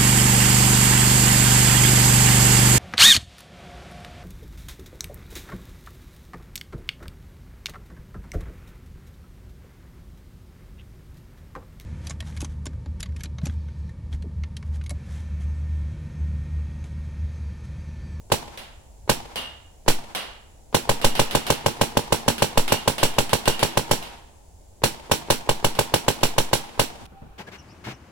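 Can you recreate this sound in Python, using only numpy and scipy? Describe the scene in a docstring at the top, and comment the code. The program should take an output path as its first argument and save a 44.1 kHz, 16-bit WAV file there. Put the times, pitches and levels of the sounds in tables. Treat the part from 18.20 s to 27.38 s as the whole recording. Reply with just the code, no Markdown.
"""A light breeze blows over an open field, and a paintball gun, held close, fires three single shots.
Each shot is a trigger tick, a hollow pop from the barrel, and a crack and hiss of escaping gas.
Ground, hut and woods echo it, and a quarter second later some balls splat on distant sheet metal.
A long burst of shots follows, then a shorter one. Near the end the sound switches abruptly to a
quieter spot, with a few soft bumps of carried gear and one faint, brief tone."""
import sys
import numpy as np
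from scipy import signal
from scipy.fft import rfft, irfft, next_fast_len
from scipy.io import wavfile

SR = 44100
rng = np.random.default_rng(int(sys.argv[2]) if len(sys.argv) > 2 else 0)


def put_to_file(sound):
    """Save the sound as 16-bit audio at rate SR, in the file named by the first command-line argument."""
    columns = np.atleast_2d(sound).T  # one column per channel
    safe = np.clip(columns, -1, 1)
    whole_steps = np.round(safe * 32767)
    wavfile.write(sys.argv[1], SR, whole_steps.astype(np.int16))


N = 404838
TIME = np.arange(N) / SR

# A COLOUR table says how strong a noise is at each pitch, compared with its other pitches.
# low rumble of the wind: pitch_hz, level_db
WIND_COLOUR = [(20, -4), (50, 0), (85, -4), (130, -15), (220, -28), (1000, -70)]
# breeze in the trees and faint hiss: pitch_hz, level_db
FIELD_COLOUR = [(30, -5), (120, 1.5), (300, -0.5), (600, -1), (880, -2), (1150, -17.5), (2000, -19),
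                (4200, -18.5), (5700, -16), (7600, -10), (8600, -20.5), (9500, -13.5), (13000, -25),
                (16000, -22.5)]
# hush of the quieter spot: pitch_hz, level_db
QUIET_COLOUR = [(15, -38), (25, -17), (175, -21.5), (503, -22), (714, -27.5), (775, -13), (962, -27.5),
                (1480, -27.5), (2110, -39), (2350, -32.5), (4740, -43), (16000, -49)]
# how alike noise is on the left and right: pitch_hz, likeness (1 = the same)
STEREO_LIKENESS = [(60, 1), (130, 0.41), (300, 0), (640, 0.35), (1400, 0), (3000, 0), (16000, 0.0096)]
# soft knocks of carried gear: start_s, level_db
GEAR_BUMPS = [(8.816, -36.5), (8.922, -41), (9.018, -36), (9.064, -44)]
# their dull thud: pitch_hz, level_db
BUMP_COLOUR = [(40, -10.5), (160, -9.5), (350, -20), (1000, -29), (4000, -36)]
# balls that hit the metal squarely: start_s, level_db, ring_db (added to level_db)
SQUARE_HITS = [(0.3747, -26.5, -15), (1.1579, -18.5, 3), (1.9492, -16, -6), (2.815, -21, 1),
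               (2.9526, -17, -6), (3.11, -19, -4), (3.2665, -17.5, -8), (4.1813, -21.5, -20),
               (4.479, -16.5, 0.5), (4.782, -17.5, -1), (5.0942, -22.5, -14), (5.2562, -17.5, 1.5),
               (5.3932, -17.5, -9.5), (5.8263, -26.5, -19)]
# a ball bursting on the metal: pitch_hz, level_db
HIT_COLOUR = [(88, -28.5), (150, -10.5), (217, -5.5), (286, -12.5), (321, -12.5), (702, -7.5), (1290, -12),
              (2450, -12), (2870, -8), (4760, -15), (6770, -23), (9630, -18.5), (16000, -27.5)]
# how long the metal shimmers: pitch_hz, fade_s (always the time to fall by 60 dB)
SHIMMER_FADES = [(200, 0.45), (1400, 0.74), (3500, 0.56), (10000, 0.3)]
# clusters of close notes in the metal sheet: pitch_hz, width_hz, level_db
SHEET_NOTES = [(2860, 60, 0), (3170, 140, -8), (3620, 60, -14)]
# sound scattered by the trees: pitch_hz, level_db
WOODS_COLOUR = [(50, -36.5), (150, 4), (230, -0.5), (330, -2.5), (600, -6.5), (900, 2), (1300, -11),
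                (3000, -7.5), (5500, -14), (10000, -22.5), (16000, -34)]
# how long it lingers: pitch_hz, fade_s
WOODS_FADES = [(150, 0.8), (900, 1.26), (3000, 0.69), (10000, 1)]
# echoes from far mounds and the tree line: delay_s, level_db, spread_s
FAR_SWELLS = [(0.11, -34, 0.0049), (0.163, -36.5, 0.0047), (.225, -42.5, 0.032)]
# their softened sound: pitch_hz, level_db
SWELL_COLOUR = [(60, -25), (230, -3), (500, -4), (900, 3), (1200, -5), (1550, -4), (2000, -8),
                (3000, -9), (8000, -20), (16000, -32)]
# shots whose puff of air reaches the microphone: start_s, pressure (push +, pull -)
STRONG_PUFFS = [(1.68, 0.21), (2.69, -0.099), (2.84, 0.22), (2.99, 0.098), (4.37, .21), (4.83, 0.12),
                (4.98, -.085), (5.28, -0.088), (5.71, 0.056), (7.10, -0.053), (7.29, 0.085), (7.44, 0.098),
                (8.03, 0.11), (8.18, 0.11)]
# notes of the trigger's knock: pitch_hz, fade_s, level_db
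KNOCK_NOTES = [(410, 0.028, -24.0), (950, 0.012, -24.5)]
# a soft, low rush of noise that starts with the knock: pitch_hz, level_db
RUSH_COLOUR = [(150, 7.5), (600, 0.0), (1500, -5.0), (4000, -14.5), (8000, -25), (16000, -39.5)]
# the jet of gas: pitch_hz, left_db, right_db
GAS_COLOUR = [(59.2, -46, -28), (252, 7, 14), (1070, -1, -10.5), (1423, -2.5, 2.5), (1850, -1, -4.5),
              (2910, 6, -1), (4400, -11.5, 4), (5020, -8.5, -6), (5607, -8.5, 4.5), (6710, -16.5, -7.5),
              (7440, -2, 3.5), (8500, -6.5, -7), (9300, -3, -1.5), (12940, -12, -7.5), (16000, -22.5, -8)]
# gas cracks from valve, muzzle, exhaust and bolt: delay_s, left_db, right_db, fade_s
GAS_CRACKS = [(-.0018, -39.5, -30.5, 0.0085), (.0007, -25, -16.5, 0.0081), (.0025, -7, -9.5, 0.0098),
              (.0062, -11, -14, 0.013)]
# notes of the air in the gun's barrel and body: pitch_hz, rise_s, left_db, right_db
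BARREL_NOTES = [(134.5, 0.0033, -13.5, -12), (499.3, 0.0013, -20.5, -9), (593, 0.002, -7.5, -30.5),
                (880.3, 0.0018, -9, -14.5), (978.3, 0.0021, -26, -10.5), (1572, 0.0022, -22, -20.5),
                (2233, 0.0016, -34, -21.5), (2880, 0.001, -23, -31)]
# echoes from body, ground and hut: delay_s, cutoff_hz, left_db, right_db
NEAR_ECHOES = [(.00323, 520, -14, -2), (.0052, 370, -24, -4), (.00825, 550, -10, -1),
               (.0187, 830, -20, -8.5), (.0212, 1550, -12.5, -8.5)]
# the pop scattered by nearby clutter: pitch_hz, level_db
CLUTTER_COLOUR = [(60, -30), (130, -14), (240, 0), (300, -5), (380, 2), (560, 0), (700, -9),
                  (950, -8), (1300, -24), (4000, -45)]
# trigger pulls, one shot each: start_s, gas_db
TRIGGER_PULLS = [(0.1187, 3.5), (0.894, 5.5), (1.6799, 7.5), (2.545, 5), (2.6922, 2.5), (2.8435, 6.5),
                 (2.9936, 4.5), (3.1497, 2.5), (3.3017, 3), (3.4611, 1), (3.6123, 3.5), (3.7699, -0.5),
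                 (3.923, 3.5), (4.0799, 5), (4.2212, 3.5), (4.374, 4.5), (4.5208, 4.5), (4.6763, 3.5),
                 (4.8297, 6.5), (4.9836, 5), (5.1306, 4), (5.2761, 5), (5.4278, 4), (5.5722, 1.5),
                 (5.7114, 5.5), (6.6364, 7.0), (6.914, 5.5), (7.102, 7), (7.2907, 1), (7.4443, 3),
                 (7.5891, 3), (7.7387, 4.5), (7.8811, 3.5), (8.0313, 5.5), (8.181, 5), (8.3309, 5.5),
                 (8.594, 6)]

GROUND_ECHO_S, HUT_ECHO_S = .00825, .0212
GUN_ASIDE_S, GUN_ASIDE_DB = 5.4, -0.5   # the gun is moved aside, so its pop arrives weaker
QUIET_SPOT_S = 8.865


def from_db(db):
    """Turns decibels into a number to multiply by."""
    return 10 ** (np.asarray(db) / 20)


def unit_level(x):
    """Scales a sound to an average power of 1."""
    return x / np.sqrt(np.mean(x ** 2) + 1e-20)


def at_hz(table, hz):
    """Reads between a table's rows, with octaves evenly spaced."""
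    table = np.array(table)
    return np.interp(np.log(np.maximum(hz, 1)), np.log(table[:, 0]), table[:, 1])


def nearest(times, moments):
    """Finds which of the times is closest to each moment."""
    return np.abs(np.subtract.outer(moments, times)).argmin(axis=1)


def lowpass(x, hz, order=2):
    """Dulls a sound by turning down what lies above hz."""
    return signal.sosfilt(signal.butter(order, min(hz, .45 * SR), fs=SR, output="sos"), x + 1e-18)


def delayed(x, delay_s):
    """Makes a stereo sound start later."""
    return np.pad(x, ((0, 0), (int(delay_s * SR), 0)))[:, :x.shape[1]]


def clicks(times, heights):
    """Puts one click at each time."""
    out = np.zeros(N)
    out[np.clip(np.round(np.asarray(times) * SR).astype(int), 0, N - 1)] = heights
    return out


def play_at(times, gains, sound):
    """Starts a copy of the sound at each time."""
    return signal.fftconvolve([clicks(times, gains)], np.atleast_2d(sound), axes=1)[:, :N]


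def fading(times, gains, fade_s):
    """A loudness curve that jumps at each time, then fades; overlaps add in power."""
    power_kept = from_db(-60 / (fade_s * SR)) ** 2
    return np.sqrt(signal.lfilter([1], [1, -power_kept], clicks(times, gains ** 2) + 1e-18))


def noise(left, right=None):
    """Stereo noise, alike in the bass, with one colour for both sides or one for each."""
    size = next_fast_len(N)
    hz = np.arange(size // 2 + 1) * SR / size
    shared, opposite = rfft(rng.standard_normal((2, size)))
    alike = np.clip(at_hz(STEREO_LIKENESS, hz), -1, 1)
    both = np.sqrt(1 + alike) * shared + np.sqrt(1 - alike) * opposite * [[1], [-1]]
    colour = from_db([at_hz(left, hz), at_hz(left if right is None else right, hz)])
    return unit_level(irfft(both * colour, size)[:, :N])


def fading_noise(times, gains, colour, fades):
    """Bursts of noise in which each octave fades at its own speed."""
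    rest, out = noise(colour), 0
    for hz in 250 * 2. ** np.arange(7):
        split = signal.butter(2, min(hz * np.sqrt(2), .45 * SR), fs=SR, output="sos")
        band = signal.sosfiltfilt(split, rest)
        rest = rest - band
        out = out + band * fading(times, gains, at_hz(fades, hz))
    return out


def wind():
    """A light breeze rumbles, then eases to a steady level."""
    level_db = np.interp(TIME, [.9, 1.3], [-47.5, -50.5])
    return from_db(level_db) * noise(WIND_COLOUR)


def quiet_spot(tone_hz=783, peak_s=8.98, width_s=0.036):
    """A steady hush, in which a thin, distant tone briefly swells and fades."""
    swell = np.exp(-((TIME - peak_s) / width_s) ** 2)
    tone = from_db(-47) * swell * np.sin(2 * np.pi * tone_hz * TIME)
    return from_db(-53.5) * noise(QUIET_COLOUR) + tone


def gear_bumps():
    """Carried gear knocks dully."""
    times, level_db = np.transpose(GEAR_BUMPS)
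    return lowpass(noise(BUMP_COLOUR) * fading(times, from_db(level_db), fade_s=0.2), hz=1200)


def ball_landings(times, flight_s=.262):
    """After its flight, each ball faintly grazes the metal or hits it squarely."""
    late, loud = rng.standard_normal((len(times), 2)).T
    start_s = times + flight_s + 0.0078 * late
    level_db = -46.5 + 14 * loud
    ring_db = np.full(len(times), -24)
    hits = np.column_stack([start_s, level_db, ring_db])
    hits[nearest(times + flight_s, np.array(SQUARE_HITS)[:, 0])] = SQUARE_HITS
    return hits


def splats(hits):
    """Balls crack open on sheet metal, which shimmers and rings near one pitch."""
    times, level_db, ring_db = np.transpose(hits)
    gains = from_db(level_db)
    crack = from_db(-3.5) * noise(HIT_COLOUR) * fading(times, gains, fade_s=0.013)
    shimmer = from_db(-9.5) * fading_noise(times, gains, HIT_COLOUR, SHIMMER_FADES)
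    ring = 0
    for hz, width_hz, db in SHEET_NOTES:
        band = signal.butter(2, [hz - width_hz / 2, hz + width_hz / 2], "band", fs=SR, output="sos")
        ring = ring + from_db(db) * unit_level(signal.sosfilt(band, rng.standard_normal((2, N))))
    # the ring builds up as waves cross the sheet
    build_up = lowpass(fading(times, from_db(level_db + ring_db), fade_s=0.54), hz=9.0, order=1)
    ring = from_db(-15.0) * ring * build_up
    return (crack + shimmer + ring) * from_db([[-1], [1]])   # a little to the right


def over_ground(x):
    """Soft ground bounces back the low pitches, which makes a sound hollow."""
    return (x + .65 * delayed(lowpass(x, hz=700), GROUND_ECHO_S)) / np.sqrt(2)


def woods_echo(times):
    """Trees scatter each shot into a long tail; mounds and the tree line send back soft swells."""
    tail = from_db(-32.0) * fading_noise(times + 0.01, 1, WOODS_COLOUR, WOODS_FADES)
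    swells = sum(from_db(db) * np.exp(-((TIME[:SR] - delay_s) / spread_s) ** 2)
                 for delay_s, db, spread_s in FAR_SWELLS)
    far_echo = noise(SWELL_COLOUR)[:, :SR] * swells
    return over_ground(tail + play_at(times, 0.98, far_echo))


def air_puffs(times):
    """Each shot stirs the air; some blow right at the microphone, which swings slowly back to rest."""
    pressures = 0.017 * rng.standard_normal(len(times))
    strong_times, strong_pressures = np.transpose(STRONG_PUFFS)
    pressures[nearest(times, strong_times)] = strong_pressures
    t = TIME[:SR // 2]
    push = 2.6 * (1 - np.exp(-t / .007)) ** 2 * np.exp(-t / .045) * np.cos(2 * np.pi * 5.2 * t)
    return play_at(times + .002, pressures, push)


def trigger(times, lead_s=0.0172):
    """A catch lets go with a small knock; a soft, low rush starts with it and lingers after the shot."""
    t = TIME[:SR // 20]
    knock = sum((-1) ** k * from_db(db - 60 * t / fade_s) * np.sin(2 * np.pi * hz * t)
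                for k, (hz, fade_s, db) in enumerate(KNOCK_NOTES))
    rush = from_db(-38) * noise(RUSH_COLOUR) * fading(times - lead_s, 1, fade_s=0.22)
    return play_at(times - lead_s, 0.55, knock) + rush


def escaping_gas(times, gas_db):
    """Gas cracks out as valve and bolt open, then hisses away; the hut echoes both."""
    jet = np.array(GAS_COLOUR)
    fresh, pattern = (noise(jet[:, [0, 1]], jet[:, [0, 2]]) for _ in range(2))
    # half of the cracks' power is the same noise on every shot, so they sound alike
    repeated = play_at(times + GAS_CRACKS[0][0], 1, pattern[:, :SR // 8])
    crack_power = 0
    for delay_s, left_db, right_db, fade_s in GAS_CRACKS:
        crack = fading(times + delay_s, from_db(.5 * gas_db), fade_s)
        crack_power = crack_power + (from_db([[left_db], [right_db]]) * crack) ** 2
    hiss = from_db([[-26], [-23]]) * fading(times + 0.0052, from_db(gas_db), fade_s=0.21)
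    gas = repeated * np.sqrt(crack_power / 2) + fresh * np.sqrt(crack_power / 2 + hiss ** 2)
    return gas + from_db(-16.5) * delayed(gas, HUT_ECHO_S)


def pitch_drop(x, hz=480, width_hz=650):
    """An all-pass filter makes the lows arrive late, so a pop drops in pitch."""
    radius = np.exp(-np.pi * width_hz / SR)
    feedback = [1, -2 * radius * np.cos(2 * np.pi * hz / SR), radius * radius]
    return signal.lfilter(feedback[::-1], feedback, x)


def muzzle_pop(times):
    """A slug of gas swells and rings in the barrel; nearby things send back duller copies."""
    t = TIME[:SR // 4]
    pop = 0
    for hz, rise_s, left_db, right_db in BARREL_NOTES:
        swell = t / rise_s * np.exp(1 - t / rise_s)
        pop = pop + from_db([[left_db], [right_db]]) * swell * np.sin(2 * np.pi * hz * t)
    pop = pitch_drop(pop)
    echoes = sum(from_db([[left_db], [right_db]]) * delayed(lowpass(pop, cutoff_hz), delay_s)
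                 for delay_s, cutoff_hz, left_db, right_db in NEAR_ECHOES)
    clutter = noise(CLUTTER_COLOUR) * fading([.027], 1, fade_s=0.12)
    echoes += from_db(-26) * over_ground(clutter[:, :len(t)])
    gains = from_db(rng.normal(-0.7, 0.21, len(times)))
    return play_at(times - .0007, gains, pop + echoes)


def scene():
    """The shooting field, then abruptly the quieter spot; wind runs through both."""
    times, gas_db = np.transpose(TRIGGER_PULLS)
    pops = (muzzle_pop(times) + woods_echo(times)) * from_db(GUN_ASIDE_DB * (TIME > GUN_ASIDE_S))
    gun = pops + escaping_gas(times, gas_db) + trigger(times) + air_puffs(times)
    field = gun + splats(ball_landings(times)) + from_db(-56) * noise(FIELD_COLOUR)
    return np.where(TIME < QUIET_SPOT_S, field, quiet_spot()) + gear_bumps() + wind()


def record(dry):
    """Rounds off the loudest peaks and cuts the highest treble."""
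    rounded = dry / (1 + (dry / .8) ** 4) ** .25
    treble_cut = signal.ellip(10, .2, 70, 16000, fs=SR, output="sos")
    return signal.sosfilt(treble_cut, rounded)


dry = scene()
out = record(dry)
put_to_file(out)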